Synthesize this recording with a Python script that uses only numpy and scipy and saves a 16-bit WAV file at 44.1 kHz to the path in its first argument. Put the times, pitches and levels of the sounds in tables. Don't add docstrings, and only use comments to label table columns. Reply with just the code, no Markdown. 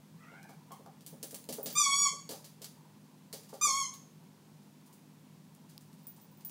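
import sys
import numpy as np
from scipy import signal
from scipy.fft import rfft, irfft
from scipy.io import wavfile
from scipy.ndimage import uniform_filter1d

SR = 44100
rng = np.random.default_rng(int(sys.argv[2]) if len(sys.argv) > 2 else 0)


def decibels_to_gain(level_db):
    exponent = np.asarray(level_db, float) / 20
    return 10 ** exponent


def to_wav(s):
    ch = np.atleast_2d(s).T
    pcm = np.round(np.clip(ch, -1, 1) * 32767)
    wavfile.write(sys.argv[1], SR, pcm.astype(np.int16))


N = 286958
TIME = np.arange(N) / SR

# freq_hz, density_db
FLOOR = [(20, -45), (85, -38), (149, -12.5), (260, -14.5), (420, -23), (1160, -33.5), (5000, -37.5),
         (16000, -42.5)]
FLOOR_DB = -54.5
# freq_hz, level_db (rms), width_hz
HUM = [(109.3, -76, 6.8), (151.2, -63, 0.84), (165.8, -68.5, 12.1), (203.2, -64, 0.91),
       (251.5, -69.5, 5.78)]
MURMUR_HZ, MURMUR_DB = 925, -74.5

# freq_hz, t60_s
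ROOM_T60 = [(250, .45), (1000, .45), (4000, .43), (8000, .45), (14000, .4)]
EARLY_T60_S, EARLY_DB = 0.25, 2
# delay_s, level_db
ECHOES = [(.0045, -11), (.012, -6), (.021, -13)]
SQUEAK_ROOM_DB = 2.5

# start_s, peak_db, pitch_hz
SNAP = [(5.7789, -32, 5200)]

# start_s, length_s, first_pitch_hz, last_pitch_hz, top_db
WHINES = [
    (0.141, .45, 586.7, 826, -60.5),
]
# length_share, glide_share, level_db
WHINE_SHAPE = [(0, 0, -37), (.15, .2, -3.5), (.4, .45, -1.5), (.55, 0.92, -0.5), (.75, .9, -5.5),
               (1, 0.7, -25)]
# freq_hz, level_db
THROAT = [(500, -39), (900, 7.5), (1400, 1), (2100, 0.5), (2700, -10.5), (3000, -19), (5000, -28.5)]

# start_s, peak_db
JINGLE = [(1.5534, -45), (1.6297, -27.5), (1.6444, -48), (1.726, -34), (6.0297, -58), (6.0687, -33),
          (6.1044, -60), (6.2143, -45), (6.3131, -56), (6.3719, -51), (6.4486, -28), (6.4694, -58)]
# freq_hz, level_db, t60_s
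TAG = [(8280, -20, .15), (10405, -15, 0.17), (12560, -25, 0.092), (14900, -10, .12), (14790, 3.5, 0.12)]

# start_s, peak_db, note_hz (strongest board note)
THUMPS = [(0.317, -46, 240), (0.493, -52, 765), (0.707, -50.5, 830), (0.795, -51, 355), (0.861, -50, 816),
          (1.128, -40, 235), (1.23, -42, 330), (1.329, -43, 320), (1.489, -28, 236), (1.528, -97, 516),
          (1.584, -38.5, 444), (1.658, -31, 240), (1.697, -47, 234), (2.129, -53.5, 455), (2.293, -38, 320),
          (2.32, -44, 616), (2.612, -52, 388), (3.334, -47.5, 456), (3.529, -43.5, 577), (3.669, -47, 674)]
# freq_hz, level_db, t60_s
BOARDS = [(240, -4.5, 0.069), (320, 13.5, 0.0092), (457, 14, 0.021), (540.5, 12, 0.027), (793, 15, 0.017),
          (1156, 20.5, 0.0064)]

# start_s, peak_db, room_share_db
TICKS = [(0.719, -35, 3), (1.0636, -28, 4.5), (1.229, -20.5, 2.5), (1.309, -31, 5), (1.3444, -24, 3.5),
         (1.441, -34, -18), (1.5255, -24, 8), (4.8604, -48, 9), (4.928, -43.5, 8), (5.5494, -44, -8),
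         (5.8094, -44, 5), (5.9293, -44.5, 0), (6.069, -41.5, 4), (6.1634, -44.5, 6), (6.4472, -43, 11.5),
         (6.4947, -36, 3)]
# start_s, peak_db, room_share_db
SCUFFS = [(0.4294, -38.5, -4), (0.4883, -49, 16), (0.8612, -42.5, -5), (1.0077, -42, 5), (1.489, -25, 8),
          (1.6593, -18.5, 7), (1.7, -37.5, 18), (2.2915, -25, 6), (2.3074, -31.5, 15.5), (2.444, -33, 8.5),
          (2.6179, -32, 10.5), (2.6434, -24.5, 1.5), (3.328, -25, 8.5), (3.429, -55, 22.5),
          (3.4882, -44.5, 15), (3.5344, -46.5, 20.5), (3.939, -31.5, 3), (4.62, -52, 7), (5.692, -50, 17),
          (5.9844, -48, 5), (6.1994, -46, 2), (6.4082, -43, 4)]
TICK_HZ, SCUFF_HZ = 9200, 4760
TICK_TOP_HZ, SCUFF_TOP_HZ = 19000, 13500
SLIDE_MS, SLIDE_MS_PER_DB = 1.6, 0.1
KNOCK_HZ = 4210
TICK_KNOCK_DB, SCUFF_KNOCK_DB = -7, -6

# start_s, pitch_hz, level_db
PEEP = [
    (.707, 1054, -65),
    (.716, 1055, -54.5),
    (.78, 1032, -73),
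]
PEEP_DB_PER_OCTAVE = -10
# start_s, pitch_hz
SQUEAKS = [
    [(1.752, 1158), (1.778, 1230), (1.805, 1170), (1.865, 1107), (1.92, 1116), (1.97, 1139), (2.045, 1139),
     (2.068, 1092), (2.09, 1034)],
    [(3.611, 1192), (3.635, 1222), (3.655, 1164), (3.69, 1088), (3.725, 1073), (3.775, 1119), (3.81, 1086),
     (3.845, 1038), (3.868, 1022)],
]
# multiple, level_db
REED = [
    [(1, -1.5), (2, -9), (3, -6.5), (4, -7), (5, -1.5), (6, -1), (7, -5.5), (8, -12), (9, -19.5), (10, -19),
     (11, -26.5), (12, -33), (13, -44)],
    [(1, 1), (2, -9), (3, -9), (4, -6.5), (5, -2), (6, 3), (7, -7), (8, -12), (9, -15), (10, -17),
     (11, -19), (12, -37), (13, -34)],
]
# level_db (at the middle pitch), fade_db_per_s (as the ball empties)
BITES = [
    (-29, -2.5),
    (-28.5, -26.5),
]
REED_MID_HZ, REED_DB_PER_HZ = 1144, 0.0342
REED_STOP_HZ, REED_STOP_DB_PER_HZ = 1067, 0.12
REED_ATTACK_S, REED_ATTACK_DB = 0.012, -6


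def rms_one(x):
    return x / np.sqrt(np.mean(x ** 2) + 1e-20)


def at_hz(points, hz):
    table = np.array(points)
    return np.interp(np.log(hz), np.log(table[:, 0]), table[:, 1])


def drift(rate):
    r = np.exp(-80 * np.pi * rate / SR)
    chance = rng.standard_normal(N // 40 + 2002)
    slow = signal.lfilter([1], [1, -2 * r, r * r], chance)[2000:]
    return np.interp(np.arange(N) / 40, np.arange(len(slow)), rms_one(slow))


def resonance(x, hz, width):
    r = np.exp(-np.pi * width / SR)
    poles = [1, -2 * r * np.cos(2 * np.pi * hz / SR), r * r]
    return signal.lfilter(np.array([1, 0, -1]) * (1 - r * r) / 2, poles, x)


def ring(clicks, hz, t60):
    r, w = decibels_to_gain(-60 / (t60 * SR)), 2 * np.pi * hz / SR
    return signal.lfilter([0, np.sin(w)], [1, -2 * r * np.cos(w), r * r], clicks + 1e-18)


def filtered(x, order, hz, kind):
    return signal.sosfilt(signal.butter(order, hz, kind, fs=SR, output="sos"), x)


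def note(rows, partial_db, wobble, flicker_db, flicker_rate, edge_s):
    s, hz, level_db = np.transpose(rows)
    a, b = int(s[0] * SR), int(s[-1] * SR)
    t = TIME[a:b]
    glide = uniform_filter1d(np.interp(t, s, hz), size=400, mode="nearest")
    pitch = glide * (1 + wobble * drift(81)[a:b])
    phase = 2 * np.pi * np.cumsum(pitch) / SR
    flicker = flicker_db * drift(flicker_rate)
    wave = 0
    for k in range(1, 14):
        partial_level = partial_db(k, k * pitch) + np.roll(flicker, 9000 * k)[a:b]
        wave = wave + decibels_to_gain(partial_level) * np.sin(k * phase + k * k)
    edges = np.clip(np.minimum(t - s[0], (s[-1] - t) / 4) / edge_s, 0, 1)
    out = np.zeros(N)
    out[a:b] = rms_one(wave) * decibels_to_gain(np.interp(t, s, level_db)) * edges
    return out


def background():
    hz = np.maximum(np.arange(N // 2 + 1) * SR / N, 1)
    spectrum = rfft(rng.standard_normal(N)) * decibels_to_gain(at_hz(FLOOR, hz))
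    out = decibels_to_gain(FLOOR_DB - 7.0) * rms_one(irfft(spectrum, N))
    for line_hz, db, width in HUM:
        phase = 2 * np.pi * np.cumsum(line_hz + width * 0.287 * drift(5.53)) / SR
        out += np.sqrt(2) * decibels_to_gain(db + 0.5 * width * drift(15.0)) * np.sin(phase)
    far = resonance(resonance(rng.standard_normal(N), MURMUR_HZ, 280), MURMUR_HZ, 280)
    return out + rms_one(far) * decibels_to_gain(MURMUR_DB + 4.07 * drift(19.6))


def room():
    t = np.arange(int(0.9 * SR)) / SR
    white, tail = rng.standard_normal(len(t)), 0
    edges = 90 * 2 ** np.arange(0, 8, 0.5)
    for low, high in zip(edges, edges[1:]):
        band = filtered(white, 2, [low, high], "band")
        tail = tail + band * decibels_to_gain(-60 * t / at_hz(ROOM_T60, np.sqrt(low * high)))
    early = rng.standard_normal(len(t)) * decibels_to_gain(-60 * t / EARLY_T60_S)
    tail = tail / np.sqrt(np.sum(tail ** 2)) + decibels_to_gain(EARLY_DB) * early / np.sqrt(np.sum(early ** 2))
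    tail = tail * np.clip(t / 0.0046, 0, 1)
    return tail / np.sqrt(np.sum(tail ** 2))


def walls(x):
    out = x
    for delay_s, db in ECHOES:
        out = out + decibels_to_gain(db) * np.concatenate([np.zeros(int(delay_s * SR)), x])[:N]
    return out


def snap():
    s, peak_db, hz = SNAP[0]
    click = np.zeros(N)
    click[int(s * SR)] = decibels_to_gain(peak_db + 3.0)
    click = filtered(click, 3, 3300, "high")
    return 1.7 * click + 0.5 * ring(click, hz, 0.0032)


def whine():
    along, glide, swell_db = np.transpose(WHINE_SHAPE)
    out = 0
    for s, length, first, last, top_db in WHINES:
        rows = np.transpose([s + length * along, first + (last - first) * glide, top_db + swell_db])
        out = out + note(rows, lambda k, hz: at_hz(THROAT, hz),
                         wobble=0.045, flicker_db=6.0, flicker_rate=90, edge_s=0.01)
    return out


def tag():
    s, peak_db = np.transpose(JINGLE)
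    at = (s * SR).astype(int)
    chance, out = rng.standard_normal((len(at), len(TAG))), 0
    for k, (hz, db, t60) in enumerate(TAG):
        clicks = np.zeros(N)
        clicks[at] = decibels_to_gain(peak_db + db - 10.5 + 2.0 * chance[:, k])
        out = out + ring(clicks, hz, t60)
    return out


def thumps():
    s, peak_db, note_hz = np.transpose(THUMPS)
    out = 0
    for hz, db, t60 in BOARDS:
        blows = np.zeros(N)
        octaves_off = np.abs(np.log2(hz / note_hz))
        blows[(s * SR).astype(int)] = decibels_to_gain(peak_db + db - 5.5 - 12.8 * octaves_off)
        out = out + resonance(ring(blows, hz, t60), hz, 0.37 * hz)
    return out


def steps(rows, hz, knock_db, top_hz):
    t = np.arange(4000) / SR
    both = np.zeros((2, N + 4000))
    for s, peak_db, room_db in rows:
        at = int(s * SR)
        slide_ms = np.clip(SLIDE_MS + SLIDE_MS_PER_DB * (peak_db + 47), 0.2, 25)
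        scratch = rng.standard_normal(4000) ** 3 / 4 * np.exp(-1000 * t / slide_ms)
        scratch[0] = 2.5
        both[0, at:at + 4000] += decibels_to_gain(peak_db) * scratch / np.abs(scratch).max()
        both[1, at] = decibels_to_gain(peak_db + room_db + 4.5)
    both = 0.56 * resonance(both, hz, 0.25 * hz) + 0.95 * both
    both = filtered(both[:, :N], 2, [500, min(top_hz, 0.45 * SR)], "band")
    high = filtered(both, 4, KNOCK_HZ, "high")
    low = filtered(both, 4, KNOCK_HZ, "low")
    return high + decibels_to_gain(knock_db) * low


def claws():
    ticks = steps(TICKS, TICK_HZ, TICK_KNOCK_DB, TICK_TOP_HZ)
    scuffs = steps(SCUFFS, SCUFF_HZ, SCUFF_KNOCK_DB, SCUFF_TOP_HZ)
    return ticks + scuffs


def peep():
    return note(PEEP, lambda k, hz: PEEP_DB_PER_OCTAVE * np.log2(k),
                wobble=0.02, flicker_db=8.0, flicker_rate=79, edge_s=0.0014)


def squeaker():
    out = 0
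    for rows, (bite_db, fade), orders in zip(SQUEAKS, BITES, REED):
        s, pitch = np.transpose(rows)
        since = s - s[0]
        level = bite_db + fade * since + REED_DB_PER_HZ * (pitch - REED_MID_HZ)
        level = level - REED_STOP_DB_PER_HZ * np.maximum(REED_STOP_HZ - pitch, 0)
        level = level + REED_ATTACK_DB * np.exp(-since / REED_ATTACK_S)

        def partial_db(k, hz):
            return orders[k - 1][1] + 0.0013 * k * (hz / k - REED_MID_HZ)

        out = out + note(np.transpose([s, pitch, level]), partial_db,
                         wobble=0.002, flicker_db=2.0, flicker_rate=26.7, edge_s=0.002)
    return out * decibels_to_gain(-2.0)


def scene():
    scratches, scratches_sent = claws()
    reed_and_voice = squeaker() + peep() + whine()
    boards, jingle = thumps(), tag()
    sent = decibels_to_gain(SQUEAK_ROOM_DB) * reed_and_voice + scratches_sent
    sent = sent + decibels_to_gain(3.5) * boards + decibels_to_gain(-11.0) * jingle
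    wet = signal.fftconvolve(sent, room())[:N]
    near = walls(reed_and_voice + scratches + boards + jingle)
    return (near + wet + snap() + background())[None]


def low_pass(x):
    return signal.sosfilt(signal.butter(12, 16800, fs=SR, output="sos"), x)


def record(dry):
    x = filtered(dry, 1, 18, "high")
    x = signal.sosfilt(signal.ellip(10, 0.5, 70, 15750, fs=SR, output="sos"), x)
    return low_pass(x)


dry = scene()
out = record(dry)
to_wav(out)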